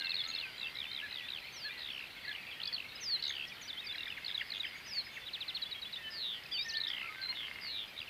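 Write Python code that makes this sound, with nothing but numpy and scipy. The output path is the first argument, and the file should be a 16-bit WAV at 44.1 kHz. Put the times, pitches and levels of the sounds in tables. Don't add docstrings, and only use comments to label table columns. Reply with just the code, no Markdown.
import sys
import numpy as np
from scipy import signal
from scipy.fft import rfft, irfft
from scipy.io import wavfile

SR = 44100
rng = np.random.default_rng(int(sys.argv[2]) if len(sys.argv) > 2 else 0)


def volts_from_decibels(level):
    exponent = np.asarray(level, float) / 20
    return 10 ** exponent


def generate_wav(sig):
    pcm = np.round(np.clip(np.atleast_2d(sig).T, -1, 1) * 32767).astype(np.int16)
    wavfile.write(sys.argv[1], SR, pcm)


N = 356769


def coloured(x, points):
    hz, db = np.transpose(points)
    grid_hz = np.arange(N // 2 + 1) * SR / N + 1
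    gain_db = np.interp(np.log(grid_hz), np.log(hz), db)
    return irfft(rfft(x) * volts_from_decibels(gain_db), N)


def rms_one(x):
    return x / np.sqrt(np.mean(x ** 2) + 1e-20)


def drift(n, rate):
    knots = rng.standard_normal(int(n * rate / SR) + 2)
    return np.interp(np.arange(n) * rate / SR, np.arange(len(knots)), knots)


def add(out, start_s, sound):
    at = np.arange(len(sound)) + round(start_s * SR)
    inside = (at >= 0) & (at < N)
    out[at[inside]] += sound[inside]


def syrinx(hz, overtone_db):
    phase = 2 * np.pi * (np.cumsum(hz) / SR + rng.random())
    return np.sin(phase) + volts_from_decibels(overtone_db) * np.sin(2 * phase)


def echoes(x, t60_s):
    t = np.arange(int(t60_s * SR)) / SR
    onset = np.minimum(t / 0.005, 1)
    wash = rng.standard_normal(len(t)) * volts_from_decibels(-60 * t / t60_s) * onset
    unit_energy = wash / np.sqrt(np.sum(wash ** 2))
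    return signal.fftconvolve(x, unit_energy)[:N]


def air():
    # pitch_hz [Hz], density_db [dB per Hz]
    air_colour = [(21, -38), (37, -4), (105, -1), (407, -5.5), (1250, -5.5), (1940, -3.5), (3150, -2),
                  (4390, -6.5), (5520, -16), (6270, -20), (7310, -22.5), (13900, -19.5), (15700, -16)]
    noise = coloured(rng.standard_normal(N), air_colour)
    return volts_from_decibels(-53.5) * rms_one(noise)


def far_chorus(count=1500, wet_db=-2.5, gain_db=-1.5):
    # time_s [s], level_db [dB rms]
    far_level = [(0, -51.5), (2, -50), (4, -50.5), (6, -54), (8.09, -54.5)]
    # pitch_hz [Hz], gain_db [dB]
    far_colour = [(900, -15), (1500, -11), (2100, 1), (3000, -1.5), (4200, -4.5), (5200, -7.5), (6500, -2),
                  (8000, -50)]
    draw = rng.random((count, 5))
    middle_s = draw[:, 0] * N / SR
    ms = 6.0 * 16.0 ** draw[:, 1] ** 2
    hz = 1300 * 3.9 ** draw[:, 2]
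    glide_hz = 0.597 * hz * (draw[:, 3] - .6)
    note_db = 7.5 * draw[:, 4] - 6.1 * np.log10(ms)
    notes = chirps(np.c_[middle_s, ms, hz, glide_hz, note_db])
    heard = coloured(notes + volts_from_decibels(wet_db) * echoes(notes, t60_s=0.66), far_colour)
    s, db = np.transpose(far_level)
    return volts_from_decibels(np.interp(np.arange(N) / SR, s, db) + gain_db) * rms_one(heard)


def frog(per_s=84):
    # time_s [s], click_db [dB]
    far_ticks = [(0, -41), (.9, -48), (1.1, -52.5), (3.7, -57), (4.2, -47), (4.8, -47), (5.0, -64),
                 (6.75, -54), (6.9, -48), (7.7, -50), (7.8, -59)]
    # start_s [s], click_db [dB]
    near_clicks = [(6.8613, -35), (6.9032, -33), (6.9376, -34.5), (6.9713, -34), (6.984, -35), (7.016, -30),
                   (7.045, -35), (7.1247, -35), (7.148, -34.5), (7.1581, -35), (7.1834, -38), (7.1944, -39),
                   (7.229, -36), (7.2534, -36), (7.29, -36), (7.3024, -37), (7.3272, -32.5),
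                   (7.3708, -33.5), (7.4063, -34.5), (7.431, -35), (7.445, -36), (7.47, -39), (7.4828, -33),
                   (7.513, -29.5), (7.5587, -34), (7.587, -32.5), (7.6214, -37), (7.636, -35),
                   (7.6483, -33), (7.6665, -35)]
    # pitch_hz [Hz], gain_db [dB], t60_s [s]
    sac_modes = [(2120, -.5, .022), (2400, -9.5, 0.0087), (1830, -13, 0.011), (1150, -18, .006)]
    tick_rate = per_s * (1 + .15 * drift(N, 30))
    ticks = np.diff(np.floor(np.cumsum(tick_rate) / SR), prepend=0)
    tick_db = np.interp(np.arange(N) / SR, *np.transpose(far_ticks)) + rng.uniform(-2.28, 6.0, N)
    clicks = 1e-18 + ticks * volts_from_decibels(tick_db)
    s, db = np.transpose(near_clicks)
    clicks[(s * SR).astype(int)] += volts_from_decibels(db)
    soft = signal.lfilter([.3], [1, -.7], clicks)
    out = np.zeros(N)
    for hz, mode_db, t60_s in sac_modes:
        r, w = volts_from_decibels(-60 / (t60_s * SR)), 2 * np.pi * hz / SR
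        out += volts_from_decibels(mode_db) * signal.lfilter([0, np.sin(w)], [1, -2 * r * np.cos(w), r * r], soft)
    return signal.sosfilt(signal.butter(3, 1100, "high", fs=SR, output="sos"), out)


def whistled(shape, sung):
    return [[(s + after, hz + shift, db + below) for after, hz, below in shape] for s, db, shift in sung]


def whistles(edge_s=.004, flutter_db=1.5, waver=0.003):
    # time_s [s], pitch_hz [Hz], level_db [dB rms]
    single_notes = [
        [(0, 2880, -48), (.028, 2830, -52), (.039, 2790, -47), (.065, 2660, -44.5), (.117, 2690, -46.5),
         (.137, 2450, -43), (.147, 2350, -55)],
        [(.169, 4280, -49.5), (.179, 3850, -39), (.206, 3450, -36), (.226, 3340, -42)],
        [(.405, 3020, -47), (.444, 2540, -41), (.468, 2370, -49)],
        [(.605, 2760, -53), (.645, 2645, -45), (.669, 2700, -43), (.688, 2720, -46)],
        [(1.523, 6330, -64), (1.552, 6100, -56), (1.572, 5620, -53), (1.607, 4870, -52.5), (1.651, 4340, -42.1),
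         (1.678, 4110, -45), (1.685, 3940, -53.6)],
        [(1.677, 3340, -53.6), (1.693, 3460, -50), (1.721, 3710, -50.4), (1.745, 4490, -60)],
        [(2.509, 3600, -48), (2.521, 3290, -50), (2.538, 2400, -46)],
        [(3.006, 6400, -55), (3.024, 6040, -47), (3.045, 5350, -43), (3.069, 4880, -41), (3.138, 4230, -33),
         (3.161, 4020, -35.5), (3.172, 3780, -45.3)],
        [(3.613, 6930, -57), (3.629, 6070, -50), (3.645, 5600, -59), (3.662, 5950, -54), (3.672, 5910, -60)],
        [(3.678, 5090, -47), (3.697, 3940, -43), (3.708, 3510, -37.5), (3.716, 3330, -57)],
        [(3.761, 3050, -60), (3.777, 3060, -42), (3.798, 3700, -42), (3.808, 3800, -41)],
        [(3.886, 3440, -48), (3.898, 3640, -42), (3.921, 3400, -44)],
        [(4.865, 6280, -59), (4.911, 5240, -46.5), (4.94, 4700, -45), (4.995, 4300, -33), (5.015, 3940, -46)],
        [(5.262, 3790, -46), (5.269, 3790, -42), (5.275, 4050, -46.5), (5.287, 3350, -43.5), (5.298, 2600, -49)],
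        [(5.545, 4550, -46), (5.551, 4120, -35), (5.559, 4450, -41), (5.569, 3700, -35), (5.583, 2450, -48)],
        [(6.515, 4620, -45), (6.523, 4970, -45.5), (6.55, 4630, -38.5), (6.569, 4470, -43.4),
         (6.583, 4610, -41)],
        [(6.516, 3250, -45), (6.53, 3550, -41.5), (6.542, 3190, -39.5), (6.574, 2880, -42), (6.587, 2430, -45),
         (6.6, 2360, -41), (6.62, 2400, -44)],
        [(6.682, 6300, -50), (6.693, 5350, -41), (6.702, 4450, -38), (6.712, 4080, -41), (6.723, 3700, -48)],
        [(6.571, 3340, -47.8), (6.585, 3620, -36.5), (6.623, 3830, -41), (6.635, 3770, -50)],
        [(6.649, 1835, -49), (6.678, 1826, -45.5), (6.734, 1800, -48), (6.769, 1800, -42.5), (6.804, 1758, -49)],
        [(6.723, 2740, -51), (6.744, 2990, -44), (6.757, 3490, -38)],
        [(6.738, 5040, -41), (6.746, 4350, -46), (6.76, 3900, -38), (6.775, 3400, -44)],
        [(6.87, 4500, -46), (6.884, 5410, -52.4), (6.891, 5540, -53.5), (6.902, 4480, -47), (6.906, 4300, -53)],
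        [(7.158, 1540, -56), (7.22, 1560, -47.5), (7.255, 1570, -55), (7.266, 1350, -50)],
        [(7.285, 4090, -42), (7.31, 4260, -35), (7.322, 4150, -45)],
    ]
    # after_s [s from start], pitch_hz [Hz], below_db [dB over sung level]
    coo_shape = [(0, 1622, -9), (.018, 1740, -0.5), (.033, 1707, -1.5), (.038, 1690, -11),
                 (.044, 1640, -2.5), (.056, 1640, -14)]
    # start_s [s], level_db [dB rms], shift_hz [Hz]
    coo_times = [(1.02, -42, 0), (1.643, -41.5, 0), (2.271, -40.5, 0)]
    # after_s [s from start], pitch_hz [Hz], below_db [dB over sung level]
    drop_shape = [(0, 4650, -11), (.005, 4140, -2), (.015, 3710, -0.5), (.027, 3120, -4), (.035, 2500, -10)]
    # start_s [s], level_db [dB rms], shift_hz [Hz]
    drop_times = [(5.332, -38, 0), (5.404, -37.5, -50), (5.478, -37.5, 50)]
    # after_s [s from start], pitch_hz [Hz], below_db [dB over sung level]
    hook_shape = [(0, 5130, -24), (.004, 4510, -5.5), (.011, 3950, 0), (.022, 3800, 0.5), (.029, 3873, -14)]
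    # start_s [s], level_db [dB rms], shift_hz [Hz]
    hook_times = [(5.615, -36, 50), (5.709, -40.5, 0), (5.814, -41.5, 0), (5.923, -41, 0)]
    # after_s [s from start], pitch_hz [Hz], below_db [dB over sung level]
    answer_shape = [(0, 2654, -6), (.007, 3390, -2), (.018, 3450, -1), (.03, 3450, -11)]
    # start_s [s], level_db [dB rms], shift_hz [Hz]
    answer_times = [(5.651, -44, 0), (5.744, -44, -150), (5.851, -41.5, 0), (5.957, -39, 140)]
    notes = single_notes + whistled(coo_shape, coo_times) + whistled(drop_shape, drop_times)
    notes = notes + whistled(hook_shape, hook_times) + whistled(answer_shape, answer_times)
    out = np.zeros(N)
    for note in notes:
        s, hz, db = np.transpose(note)
        t = np.arange(s[0] - edge_s, s[-1] + edge_s, 1 / SR)
        edges = np.clip(np.minimum(t - t[0], t[-1] - t) / (2 * edge_s), 0, 1)
        level = np.sqrt(2) * volts_from_decibels(np.interp(t, s, db) + flutter_db * drift(len(t), 130))
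        pitch = np.interp(t, s, hz) * (1 + waver * drift(len(t), 140))
        add(out, t[0], edges * level * syrinx(pitch, overtone_db=-43.0))
    return out


def chirps(rows, flutter_db=1.5):
    out = np.zeros(N)
    for middle_s, ms, hz, glide_hz, db in rows:
        u = np.linspace(-.5, .5, int(ms * SR / 1000))
        swell = np.minimum(np.cos(np.pi * u) * max(1, ms / 45) ** .5, 1) ** 2
        level = volts_from_decibels(db + flutter_db * drift(len(u), 60)) * swell
        add(out, middle_s - ms / 2000, level * syrinx(hz + glide_hz * u, overtone_db=-40.0))
    return out


def single_chirps():
    # middle_s [s], length_ms [ms], pitch_hz [Hz], glide_hz [Hz over the note], level_db [dB peak]
    single_rows = [(.0204, 16, 1600, 0, -40.5), (.03, 110, 1600, -120, -50), (.278, 11, 6500, 1300, -49),
                   (.286, 10, 6570, 1300, -45), (.303, 36, 6600, -400, -49), (.285, 100, 1320, 20, -54),
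                   (.35, 108, 2665, 40, -49.5), (.362, 39, 5160, 50, -54), (.3837, 27, 3450, -800, -36.5),
                   (.475, 70, 1550, -60, -52), (.565, 95, 3220, 600, -54), (.215, 470, 4805, -100, -62),
                   (.575, 410, 4720, -120, -60), (.893, 103, 3600, 330, -45.5), (.925, 130, 3130, 150, -50),
                   (1.06, 120, 4050, 450, -55), (1.125, 95, 2560, 10, -51), (1.205, 160, 1965, -220, -52),
                   (1.255, 100, 3510, 402, -47.5), (1.2889, 12, 2690, -800, -37),
                   (1.45, 150, 4190, 690, -55), (1.645, 83, 3235, 410, -52), (1.715, 65, 2390, 0, -47),
                   (1.77, 144, 1965, -190, -52), (1.905, 46, 2650, -1020, -43), (1.955, 110, 5450, 50, -64),
                   (2.185, 46, 3260, -1120, -48), (2.32, 56, 4220, -300, -54), (2.385, 10, 2400, -900, -41),
                   (2.4, 57, 2590, -100, -48), (2.44, 16, 2400, -400, -44), (2.6034, 7.5, 2980, -800, -36),
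                   (2.6179, 4.1, 3420, -290, -32), (2.685, 44, 3390, -150, -36.5),
                   (2.725, 33, 1970, -1180, -47.5), (2.7297, 7, 4550, 800, -33),
                   (2.7382, 8.2, 4430, 400, -28.5), (2.7461, 11.3, 4350, 0, -28),
                   (2.7536, 12.7, 4060, -200, -31.8), (2.94, 150, 3820, 456, -53),
                   (2.9611, 23, 5050, 0, -40.5), (3.03, 33, 1910, -1180, -49), (3.0412, 35, 6250, 900, -47),
                   (3.098, 37, 1940, -1220, -50), (3.15, 120, 3220, -1200, -53),
                   (3.198, 30, 4340, 570, -40.5), (3.275, 20, 2900, 300, -45),
                   (3.281, 12, 6200, -1800, -47), (3.299, 28, 6450, 150, -46),
                   (3.3063, 12, 1890, -1300, -36.5), (3.4001, 24, 2970, 800, -44),
                   (3.441, 50, 3230, 300, -38), (3.485, 40, 5070, -1900, -49.5),
                   (3.495, 50, 5900, -1700, -60), (3.505, 40, 3350, -220, -48),
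                   (3.525, 30, 2410, -500, -45), (3.63, 41, 4310, 880, -54.5), (3.832, 7, 3650, -600, -42),
                   (3.7329, 11, 3530, -510, -34), (3.84, 78, 2550, -400, -48), (3.85, 33, 5260, 950, -52),
                   (3.873, 26, 4700, -750, -39), (3.927, 14, 3920, 400, -36.5), (3.95, 62, 3290, 90, -48),
                   (4.003, 73, 2760, -220, -42.5), (4.085, 33, 2370, 0, -43), (4.105, 7.2, 2950, 100, -34),
                   (4.1255, 6.3, 2660, 200, -34), (4.38, 410, 4915, -290, -64), (4.45, 108, 4470, -50, -59),
                   (4.75, 370, 4780, -100, -61), (4.934, 12, 4950, 0, -37), (4.942, 98, 2450, 950, -53),
                   (4.982, 41, 2435, -610, -55), (5.165, 71, 2690, -80, -51), (5.175, 196, 3510, -180, -57),
                   (5.62, 70, 3330, -100, -51), (5.7, 90, 3430, 0, -55), (5.24, 90, 3500, -100, -53),
                   (5.787, 39, 3230, -100, -46), (6.02, 130, 1825, -190, -53), (6.05, 110, 2630, 50, -53),
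                   (6.065, 90, 3030, -100, -43), (6.085, 60, 1760, 20, -48), (6.16, 110, 1790, 6, -50),
                   (6.245, 79, 2800, -90, -52), (6.438, 6, 5000, -1500, -46), (6.46, 17.6, 2550, -200, -42),
                   (6.465, 6, 4900, -1500, -46), (6.491, 7, 4850, -1500, -49), (6.596, 23, 4630, -200, -35),
                   (6.614, 20, 4770, -100, -36.6), (6.633, 24, 5110, -200, -41),
                   (6.6515, 24, 5360, -200, -45), (6.6637, 14, 6030, -700, -49),
                   (6.68, 110, 2585, -90, -54.5), (6.7121, 16, 5830, -1300, -45), (6.7255, 7, 6150, 0, -46),
                   (6.845, 127, 1807, -87, -51), (6.8802, 8, 3190, 500, -34), (6.99, 280, 2012, 301, -51.5),
                   (7.05, 383, 4750, -140, -64), (7.05, 65, 1350, 50, -48), (7.091, 8, 2600, 900, -45),
                   (7.091, 35, 2240, -300, -43), (7.117, 83, 1260, 50, -50), (7.135, 46, 3760, -900, -54),
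                   (7.2181, 7.5, 4420, 600, -34), (7.305, 96, 1010, -79, -58), (7.34, 116, 2930, 162, -50),
                   (7.695, 58, 2855, -10, -47), (7.75, 110, 2365, 92, -54), (7.795, 45, 2820, -100, -50),
                   (7.885, 36, 4900, 0, -56), (7.968, 6, 3700, 300, -43), (7.9793, 6.6, 3820, 490, -34),
                   (7.9915, 9, 3810, 900, -33.5), (8.0047, 10, 3300, 700, -36), (8.015, 40, 4800, 0, -53),
                   (8.0178, 4.8, 2760, -100, -33), (8.03, 6.5, 2500, -300, -40),
                   (8.082, 25, 2740, -1200, -42)]
    return chirps(single_rows)


def repeated(group, sung):
    return [(s + after * slow, ms * slow, hz + step, glide, db + over)
            for s, hz, db, slow in sung for after, ms, step, glide, over in group]


def phrases():
    # start_s [s], pitch_hz [Hz], level_db [dB peak, before over_db], slowness [1 = as written].
    triplet, triplet_times = [(0, 9.5, 0, 180, -0.5), (.0114, 8.1, 50, 200, 1), (.0228, 7.2, -460, -700, 0)], [(-.0003, 4130, -31, 1), (.048, 4140, -31, 1),
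                                               (0.0965, 4180, -29, 0.97), (.1447, 4230, -29, 0.99),
                                               (.194, 4230, -33, 1), (.2417, 4170, -34, 1),
                                               (.2914, 4140, -34, 1), (.3402, 4180, -31.5, 1),
                                               (.3899, 4140, -32.5, 1)]
    cascade, cascade_times = [(0, 7, 0, -450, 0), (.0165, 6.5, -30, -450, 4), (.033, 7, -110, -380, 4),
                              (.0487, 7.2, -320, 50, 4.5), (.0623, 7.8, -560, 380, 2.5),
                              (.0753, 8, -780, 400, 1.5), (.0873, 6.5, -1050, 820, 2.5),
                              (.1, 9, -1360, 750, -0.5), (.1135, 7.4, -1500, 600, -8)], [(.5826, 4000, -38, 1.02), (.7562, 3940, -37, .99),
                                               (0.917, 4070, -35.5, 0.98), (1.112, 4000, -37, .985),
                                               (1.2886, 3950, -37.5, .99)]
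    jingle, jingle_times = [(0, 8.6, 0, 550, 0), (.0169, 11, -270, 490, 1.5), (.034, 8.4, -780, 1100, -.5),
                            (.0447, 7.3, -860, 1100, -1.5), (.0547, 8, -960, 1300, 0),
                            (.0649, 5.5, -910, 950, 1), (.075, 5.8, -960, 1150, -3),
                            (.103, 27, -580, -750, 2), (.1304, 8, -1030, 350, 2.5),
                            (.15, 14.5, -1220, 400, -0.5), (.1648, 12, -1620, 650, -1)], [(4.2486, 4443, -33, 1.012), (4.5055, 4354, -33.5, .988)]
    up_down, up_down_times = [(0, 11, 0, 550, 0), (.011, 8.5, -400, -1600, 0)], [(2.2535, 4530, -42.5, 0.91), (2.283, 4200, -37, 1),
                                               (2.317, 3420, -38, 1.15), (2.352, 2970, -36.5, .93)]
    twin_tick, twin_tick_times = [(0, 3.8, 0, -500, 0), (.0033, 4.1, -180, -1600, 2)], [(2.634, 4170, -30.5, 0.95), (2.656, 4440, -31, 0.93),
                                                     (2.6752, 4740, -33.5, 0.95)]
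    flick, flick_times = [(0, 8.5, 0, 800, 0)], [(2.767, 3360, -34.5, 1.3), (2.7838, 2880, -35, 1.3),
                                         (2.8042, 2650, -35, 1.1), (2.8254, 2670, -40, 1.2),
                                         (2.846, 2580, -39, 1.2), (2.866, 2600, -46, 1.1),
                                         (3.9586, 4080, -36.5, .8), (3.9835, 3860, -34, .7),
                                         (4.0085, 3770, -34, .8), (4.0339, 3690, -33, .85),
                                         (4.058, 3640, -32, .85), (4.082, 3450, -33.5, .8)]
    rows = repeated(triplet, triplet_times) + repeated(cascade, cascade_times)
    rows += repeated(up_down, up_down_times) + repeated(twin_tick, twin_tick_times)
    rows += repeated(flick, flick_times) + repeated(jingle, jingle_times)
    return chirps(rows)


def buzzes(per_s=180, spread_hz=220, rise_hz=300):
    # middle_s [s], length_ms [ms], pitch_hz [Hz], level_db [dB peak]
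    buzz_rows = [(.6, 110, 7300, -65), (4.19, 60, 6500, -68), (4.385, 60, 6500, -63), (4.58, 77, 6600, -61),
                 (4.775, 70, 6600, -59), (4.965, 70, 6550, -59), (5.15, 95, 6550, -60)]
    out = np.zeros(N)
    for middle_s, ms, hz, db in buzz_rows:
        u = np.linspace(-.5, .5, int(ms * SR / 1000))
        shake = np.cos(np.pi * per_s * u * ms / 1000) ** 2
        pitch = hz + rise_hz * u + spread_hz * drift(len(u), 936)
        sound = volts_from_decibels(db) * np.cos(np.pi * u) * shake * syrinx(pitch, overtone_db=-60)
        add(out, middle_s - ms / 2000, sound)
    return out


def pulse_train(rows, longest_s):
    s, hz, db = np.transpose(rows)
    t = np.arange(s[0] - (s[1] - s[0]) / 8, s[-1], 1 / SR)
    pulses = np.interp(t, [t[0], *s], [-.5, *(4 * np.arange(len(s)))])
    period = 1 / (np.gradient(pulses) * SR)
    u = (pulses + .5) % 1 - .5
    u = np.clip(u * np.maximum(1, period / longest_s), -.5, .5)
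    level = volts_from_decibels(np.interp(t, s, db) + 1.4 * drift(len(t), 60))
    return t, np.interp(t, s, hz), level, u, np.minimum(period, longest_s)


def trills(fullness=.8):
    # time_s [s], pitch_hz [Hz], level_db [dB peak]
    trill_lines = [
        [(1.781, 4250.0, -41), (1.834, 3850.0, -37.5), (1.8905, 3520.0, -38.5), (1.9495, 2970.0, -38.0),
         (2.011, 2720.0, -38.0), (2.072, 2600.0, -47)],
        [(6.107, 5120.0, -45.8), (6.126, 5010.0, -42.1), (6.1445, 4850.0, -41.1), (6.1645, 4610.0, -40.2),
         (6.188, 4350.0, -35.3), (6.219, 4120.0, -33.8), (6.253, 3790.0, -33.6), (6.285, 3670.0, -34.9),
         (6.32, 3520.0, -34.5), (6.357, 3260.0, -37.8), (6.3903, 3050.0, -45)],
        [(7.357, 3780.0, -40.1), (7.39, 3490.0, -36.2), (7.425, 3240.0, -38.0), (7.461, 3090.0, -37.2),
         (7.4983, 3100.0, -45)],
        [(7.614, 4990.0, -46.3), (7.632, 4870.0, -41.1), (7.65, 4690.0, -40.1), (7.668, 4480.0, -38.5),
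         (7.687, 4340.0, -37.8), (7.718, 4140.0, -36.6), (7.754, 3880.0, -35.9), (7.794, 3650.0, -35.2),
         (7.832, 3410.0, -37.5), (7.8693, 3240.0, -51.1)],
    ]
    out = np.zeros(N)
    for line in trill_lines:
        t, hz, level, u, length_s = pulse_train(line, longest_s=.0092)
        left = .5 - u
        flick_hz = length_s * (17000 - 85000 * left ** 3 - 21250 * left)
        add(out, t[0], level * np.cos(np.pi * u) ** fullness * syrinx(hz + flick_hz, overtone_db=-48.0))
    return out


def scoops(fall=0.47, rise=.2, turn=-0.0985):
    # time_s [s], lowest_hz [Hz], level_db [dB peak]
    scoop_line = [(3.228, 3800, -30), (3.283, 3550, -30), (3.340, 3000, -36), (3.398, 2550, -35),
                  (3.454, 2500, -39)]
    out = np.zeros(N)
    t, hz, level, u, _ = pulse_train(scoop_line, longest_s=0.0091)
    bend = np.interp(u, [-.5, turn, .5], [1 + fall, 1, 1 + rise])
    add(out, t[0], level * np.cos(np.pi * u) * syrinx(hz * bend, overtone_db=-37.0))
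    return out


def chucks(ms=30, pitch_hz=2000, fall_hz=1450, echo_db=-12.0, echo_s=.011):
    # middle_s [s], level_db [dB peak]
    chuck_times = [(3.952, -39.5), (4.068, -41.5), (4.179, -39.5), (4.295, -44), (4.414, -36), (4.527, -39),
                   (4.65, -38.5), (4.761, -44), (4.866, -49), (4.971, -48), (5.072, -47), (5.175, -47),
                   (5.275, -50), (5.375, -50), (5.474, -48.5)]
    notes = chirps([(s, ms, pitch_hz, -fall_hz, db) for s, db in chuck_times], flutter_db=3.5)
    return notes + volts_from_decibels(echo_db) * np.roll(notes, round(echo_s * SR))


def pipes(start_s=4.093, gap_s=.195, ms=67, hz=5060, fall_hz=240, first_db=-58.5, swell_db=1.5):
    return chirps([(start_s + gap_s * k, ms, hz, -fall_hz, first_db + swell_db * k) for k in range(6)])


def sinking_pairs():
    rows = []
    for k in range(10):
        first_s = 6.7716 + .0338 * k - .00019 * k ** 2
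        second_s = first_s + .011 + .00045 * k
        hz = 4317 - 278 * k + 8.3 * k ** 2
        db = -27.5 - 1.0 * k
        rows += [(first_s, 9.5, hz, 800, db), (second_s, 14.5, hz, 1010, db - 2.0)]
    return chirps(rows)


def throbs(start_s=7.2275, gap_s=0.011, ms=14, hz=4110, fall_hz=300, db=-34):
    return chirps([(start_s + gap_s * k, ms, hz, -fall_hz, db) for k in range(5)])


def scene():
    near = frog() + whistles() + single_chirps() + phrases() + buzzes() + trills() + scoops()
    near = near + chucks() + pipes() + sinking_pairs() + throbs()
    mono = air() + far_chorus() + near + volts_from_decibels(-13) * echoes(near, t60_s=0.24)
    return np.stack([mono, mono])


def band_limit(x):
    return signal.sosfilt(signal.butter(12, 15890, fs=SR, output="sos"), x)


def record(dry):
    low_pass = signal.cheby2(12, 60, 16050, fs=SR, output="sos")
    top_cut = signal.sosfilt(low_pass, dry)
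    return band_limit(top_cut)


dry = scene()
out = record(dry)
generate_wav(out)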